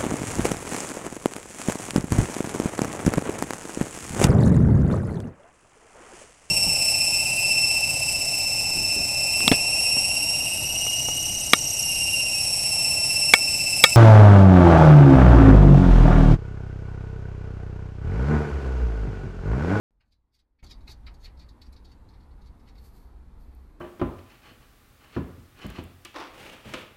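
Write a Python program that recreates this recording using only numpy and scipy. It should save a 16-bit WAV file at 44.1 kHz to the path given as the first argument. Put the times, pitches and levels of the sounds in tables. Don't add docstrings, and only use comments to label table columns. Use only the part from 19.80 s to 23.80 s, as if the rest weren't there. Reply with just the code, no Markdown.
import sys
import numpy as np
from scipy import signal
from scipy.fft import rfft, irfft
from scipy.io import wavfile
from scipy.ndimage import uniform_filter1d

SR = 44100
rng = np.random.default_rng(int(sys.argv[2]) if len(sys.argv) > 2 else 0)


def transcribe(u):
    v = np.clip(np.atleast_2d(u).T, -1, 1)
    q = np.round(v * 32767).astype(np.int16)
    wavfile.write(sys.argv[1], SR, q)


N = 176400
T = np.arange(N) / SR

# t/s, low knock/dB, middle ring/dB, high tick/dB, claw pitch/Hz
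CLAW_TAPS = [(0.208, -47.5, -56, -69, 4300), (.792, -48.5, -56, -73, 3450), (0.826, -60.5, -86, -71, 2020),
             (.841, -74, -59.5, -63, 6750), (.866, -70, -59, -70, 4600), (1.008, -81, -70.5, -81, 4000),
             (1.078, -53, -52, -65, 3980), (1.268, -52.5, -54.5, -73, 4470), (1.276, -54, -62, -84, 2900),
             (1.342, -76, -67.5, -72, 4560), (1.575, -83, -69.5, -82, 4400),
             (1.596, -72, -59.5, -71.5, 4400), (1.689, -75, -62, -71.5, 4440),
             (1.819, -63.5, -56.5, -68.5, 4550), (1.929, -70, -65, -69.5, 4260),
             (1.965, -69, -62, -78, 4400), (2.049, -77, -62.5, -73, 4600), (2.055, -80, -70, -84, 5100),
             (2.119, -69, -64.5, -74.5, 4560), (2.289, -86, -67.5, -80, 4560), (2.297, -86, -76, -87, 5030),
             (2.406, -89, -72.5, -85, 4260), (2.433, -89, -75.5, -86, 4500), (2.511, -83, -74.5, -90, 4400),
             (2.618, -87, -71, -80, 4500), (2.798, -82, -78, -81, 5200), (2.888, -71, -67, -74.5, 4360),
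             (2.955, -69.5, -71.5, -81, 4550), (2.981, -72, -64, -77, 4230)]
# hardest push t/s, swell/s, fade/s, knock/dB, ring/dB, tick/dB, claw pitch/Hz
CLAW_SCRAPES = [(.26, 0.021, 0.07, -64.5, -65, -68, 4450), (.325, .0095, 0.0087, -57.5, -48.5, -60, 4100),
                (.547, 0.013, 0.023, -56, -48, -53, 4720), (.596, 0.01, 0.0092, -57.5, -50, -58.5, 4600),
                (.915, 0.016, 0.0074, -59.5, -49.5, -60.5, 4860),
                (1.113, 0.023, 0.007, -63.5, -50, -56.5, 4720), (1.413, 0.014, 0.035, -78, -67, -70, 4450),
                (1.451, .017, 0.0095, -58.5, -50, -62, 4450), (1.464, .01, 0.005, -56.5, -60, -69.5, 3800),
                (1.618, 0.015, 0.014, -64.5, -63.5, -75, 4530),
                (1.868, 0.025, 0.0076, -70, -66.5, -74.5, 5500), (2.094, .03, 0.025, -80, -68, -79, 4400),
                (2.342, .014, 0.015, -72, -69.5, -91, 4300), (2.671, 0.02, 0.0056, -72, -66.5, -75, 4500),
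                (2.879, 0.011, 0.011, -63, -67, -77, 4300)]
def claws(size=16384, slips_per_s=2400, spread_db=3.5):
    out, lead = np.zeros(N), size // 4
    t = (np.arange(size) - lead) / SR
    for when, *touch in CLAW_TAPS:
        force = slips(slips_per_s, spread_db, size) * push(t, swell_s=0.0049, fade_s=0.0087)
        force[lead] += 0.55 * np.linalg.norm(force)
        add(out, when + t[0], claw_contact(force, *touch))
    for when, swell, fade, *touch in CLAW_SCRAPES:
        force = slips(slips_per_s, spread_db, size) * push(t, swell, fade)
        add(out, when + t[0], claw_contact(force, *touch))
    return out


# f/Hz, level/dB
CLAW_TONE = [(150, 0), (400, -15.5), (800, -8.5), (1300, -9.5), (2100, 2), (2900, -3.5), (4000, 2),
             (4800, 0), (5800, -8), (7500, -16), (10000, -19.5), (13500, -18.5)]
def claw_contact(force, knock_db, ring_db, tick_db, claw_hz):
    size = len(force)
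    hz = np.fft.rfftfreq(size, 1 / SR)
    on_stone = colour(signal.fftconvolve(force, ledge())[:size], CLAW_TONE)
    spectrum = rfft(on_stone) * (1 + amp(1) * resonance(hz, claw_hz, width_hz=300))
    knock, below_tick = (1 / (1 + (hz / top_hz) ** 20) for top_hz in (3070, 5930))
    ring = (below_tick - knock) / np.hypot(1, (hz - 5460) / 2400)
    bands = [(knock, knock_db), (ring, ring_db), (1 - below_tick, tick_db)]
    sound = sum(amp(db) * unit(irfft(spectrum * band)) for band, db in bands)
    return sound * np.sqrt(0.02 * SR / size)


# f/Hz, time to fade by 60 dB/s
WALL_ECHO = [(300, 0.84), (2000, 0.13), (4500, 0.12), (8000, 0.075), (13000, 0.06)]
# f/Hz, width/Hz, level over the plain click/dB
LEDGE_RINGS = [(1307, 37, 5), (1610, 28, 1.5), (2153, 19, 4.5), (2250, 35, 3.5), (2530, 30, 6),
               (3430, 180, 0.5), (3800, 33, 8.5), (3950, 42, 3.5), (4190, 40, 3.5), (4410, 30, 7),
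               (4495, 35, 7.5), (4720, 34, 4.5), (5000, 76, 0), (5410, 38, 6.5)]
def ledge(size=8192, echo_db=10):
    t = np.arange(size) / SR
    hz, times, noise = signal.stft(rng.standard_normal(size), SR, nperseg=128)
    fade = amp(-60 * times / read(WALL_ECHO, hz)[:, None])
    tail = signal.istft(noise * fade, SR)[1][:size]
    echo = amp(echo_db) * tail / np.linalg.norm(tail)
    echo[0] += 1
    answer = echo / np.linalg.norm(echo)
    for f, width, db in LEDGE_RINGS:
        strength = amp(db) * 2 * np.pi * width / SR
        answer += strength * np.exp(-np.pi * width * t) * np.cos(2 * np.pi * (f * t + rng.random()))
    return answer


# t/s, dull thud/dB, hollow knock/dB
HEAVY_STEPS = [(.834, -57.5, -62), (0.907, -57.5, -72), (1.088, -49.5, -69), (1.268, -70, -52),
               (1.445, -60, -78)]
# f/Hz, width/Hz, level/dB
THUD, KNOCK = [(369, 110, -1.5), (920, 200, -12)], [(770, 120, 0), (1300, 170, 1)]
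def feet(size=8192, rise_s=0.0063, fade_s=0.11):
    out, t, hz = np.zeros(N), np.arange(size) / SR, np.fft.rfftfreq(size, 1 / SR)
    loudness = np.minimum(t / rise_s, 1) * amp(-60 * t / fade_s)
    for when, *levels in HEAVY_STEPS:
        for rings, db in zip((THUD, KNOCK), levels):
            tone = sum(amp(level) * abs(resonance(hz, f, width)) ** 2 for f, width, level in rings)
            add(out, when, amp(db) * loudness * shaped_noise(tone, size))
    return out


# hardest push t/s, swell/s, fade/s, level/dB
FEATHER_STROKES = [(2.86, 0.082, 0.033, -78), (3.005, 0.049, 0.022, -69.5), (3.058, 0.034, 0.043, -59.5),
                   (3.165, .04, 0.058, -64), (3.235, .03, 0.079, -71.5), (3.61, 0.021, 0.078, -70.5),
                   (3.77, 0.089, 0.21, -74.5)]
# f/Hz, level/dB
FEATHER_TONE = [(500, 4), (2000, -4.5), (3300, -9.5), (4400, -2), (5800, -7.5), (7500, -8), (10000, -8),
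                (13000, -1), (14000, -3.5)]
# f/Hz, width/Hz, level over the plain rustle/dB
BOX_NOTES = [(4200, 81, 0), (4490, 90, 4)]
def feathers():
    power = sum((amp(db) * push(T - when, swell, fade)) ** 2
                for when, swell, fade, db in FEATHER_STROKES)
    hz = np.fft.rfftfreq(N, 1 / SR)
    box = 1 + sum(amp(db) * resonance(hz, f, width) for f, width, db in BOX_NOTES)
    rustle = colour(slips(per_s=9000, spread_db=1.5, size=N), FEATHER_TONE)
    return np.sqrt(power) * unit(irfft(rfft(rustle) * box, N))


# t/s, level/dB
DRY_SNAPS = [(1.927, -59), (3.75, -60.5)]
def snaps(size=1024, centre_hz=13000, width_octaves=0.56, fade_s=0.0021):
    out, t, hz = np.zeros(N), np.arange(size) / SR, np.fft.rfftfreq(size, 1 / SR)
    tone = np.exp(-(np.log2((hz + 1) / centre_hz) / width_octaves) ** 2)
    for when, db in DRY_SNAPS:
        add(out, when, amp(db) * shaped_noise(tone, size) * np.exp(-(t / fade_s) ** 2))
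    return out


# f/Hz, level/dB
WIND_TONE = [(8, -10), (18, -2), (27, -3.5), (36, 4.5), (47, 0.5), (57, 3), (68, -0.5), (80, -9.5),
             (110, -13), (160, -21.5), (300, -43.5), (800, -61)]
# t/s, level/dB
WIND_GUSTS = [(.1, -45), (.5, -46.5), (.8, -50), (1.05, -45.5), (1.5, -47.5), (1.8, -49), (2.3, -47.5),
              (2.7, -48), (3.1, -49), (3.6, -48), (4, -53)]
def wind(drone_hz=64.33, drone_width_hz=2.7, drone_db=-56.5):
    gusts = amp(np.interp(T, *np.transpose(WIND_GUSTS)))
    rumble = unit(colour(rng.standard_normal(N), WIND_TONE))
    hz = np.fft.rfftfreq(N, 1 / SR)
    drone = shaped_noise(1 / (1 + ((hz - drone_hz) / drone_width_hz) ** 2), N)
    return gusts * rumble + amp(drone_db) * drone


# f/Hz, level/dB
CITY_TONE = [(60, -3), (130, -3), (200, -1), (285, -1), (380, -9), (480, -10), (620, -15), (900, -11),
             (1150, -15), (1500, -20.5), (2100, -24.5), (3000, -32), (3700, -30.5), (4400, -31.5),
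             (5300, -37.5), (7000, -40), (10000, -39.5), (14000, -44.5)]
def city(level_db=-59, drift_db=1.5):
    noise = signal.stft(rng.standard_normal(N), nperseg=2048)[2]
    drift = uniform_filter1d(rng.standard_normal(noise.shape), size=5, axis=0)
    drift = unit(uniform_filter1d(drift, size=6, axis=1))
    wash = signal.istft(noise * amp(drift_db * drift))[1][:N]
    return amp(level_db) * unit(colour(wash, CITY_TONE))


def push(t, swell_s, fade_s):
    return np.exp(-np.abs(t / np.where(t < 0, swell_s, fade_s)) ** 1.47)


def slips(per_s, spread_db, size):
    strength = amp(spread_db * np.minimum(rng.exponential(1, size), 4))
    direction = rng.choice([-1., 1.], size)
    slipping = rng.random(size) < per_s / SR
    return unit(direction * strength * slipping)


def resonance(hz, centre_hz, width_hz):
    return 1 / (1 + 2j * (hz - centre_hz) / width_hz)


def shaped_noise(tone, size):
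    return unit(irfft(rfft(rng.standard_normal(size)) * tone, size))


def colour(x, points):
    hz = np.fft.rfftfreq(len(x), 1 / SR)
    return irfft(rfft(x) * amp(read(points, hz)), len(x))


def read(points, hz):
    f, value = np.transpose(points)
    return np.interp(np.log(hz + 1), np.log(f + 1), value)


def amp(db):
    return 10 ** (np.asarray(db) / 20)


def unit(x):
    return x / np.sqrt(np.mean(x ** 2) + 1e-30)


def add(mix, start_s, sound):
    at = round(start_s * SR)
    part = mix[max(at, 0):max(at + len(sound), 0)]
    part += sound[max(-at, 0):][:len(part)]


def scene():
    return (wind() + city() + feathers() + claws() + feet() + snaps())[None]


def record(dry, on_s=0.108, faint_db=-23.5, step_s=0.827, rise_s=0.0028, top_hz=13950):
    gain = (T > on_s) * np.interp(T, [step_s, step_s + rise_s], [amp(faint_db), 1])
    lowpass = signal.firwin(511, top_hz, window=("kaiser", 9), fs=SR)
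    return signal.oaconvolve(dry * gain, lowpass[None], "same")


dry = scene()
out = record(dry)
transcribe(out)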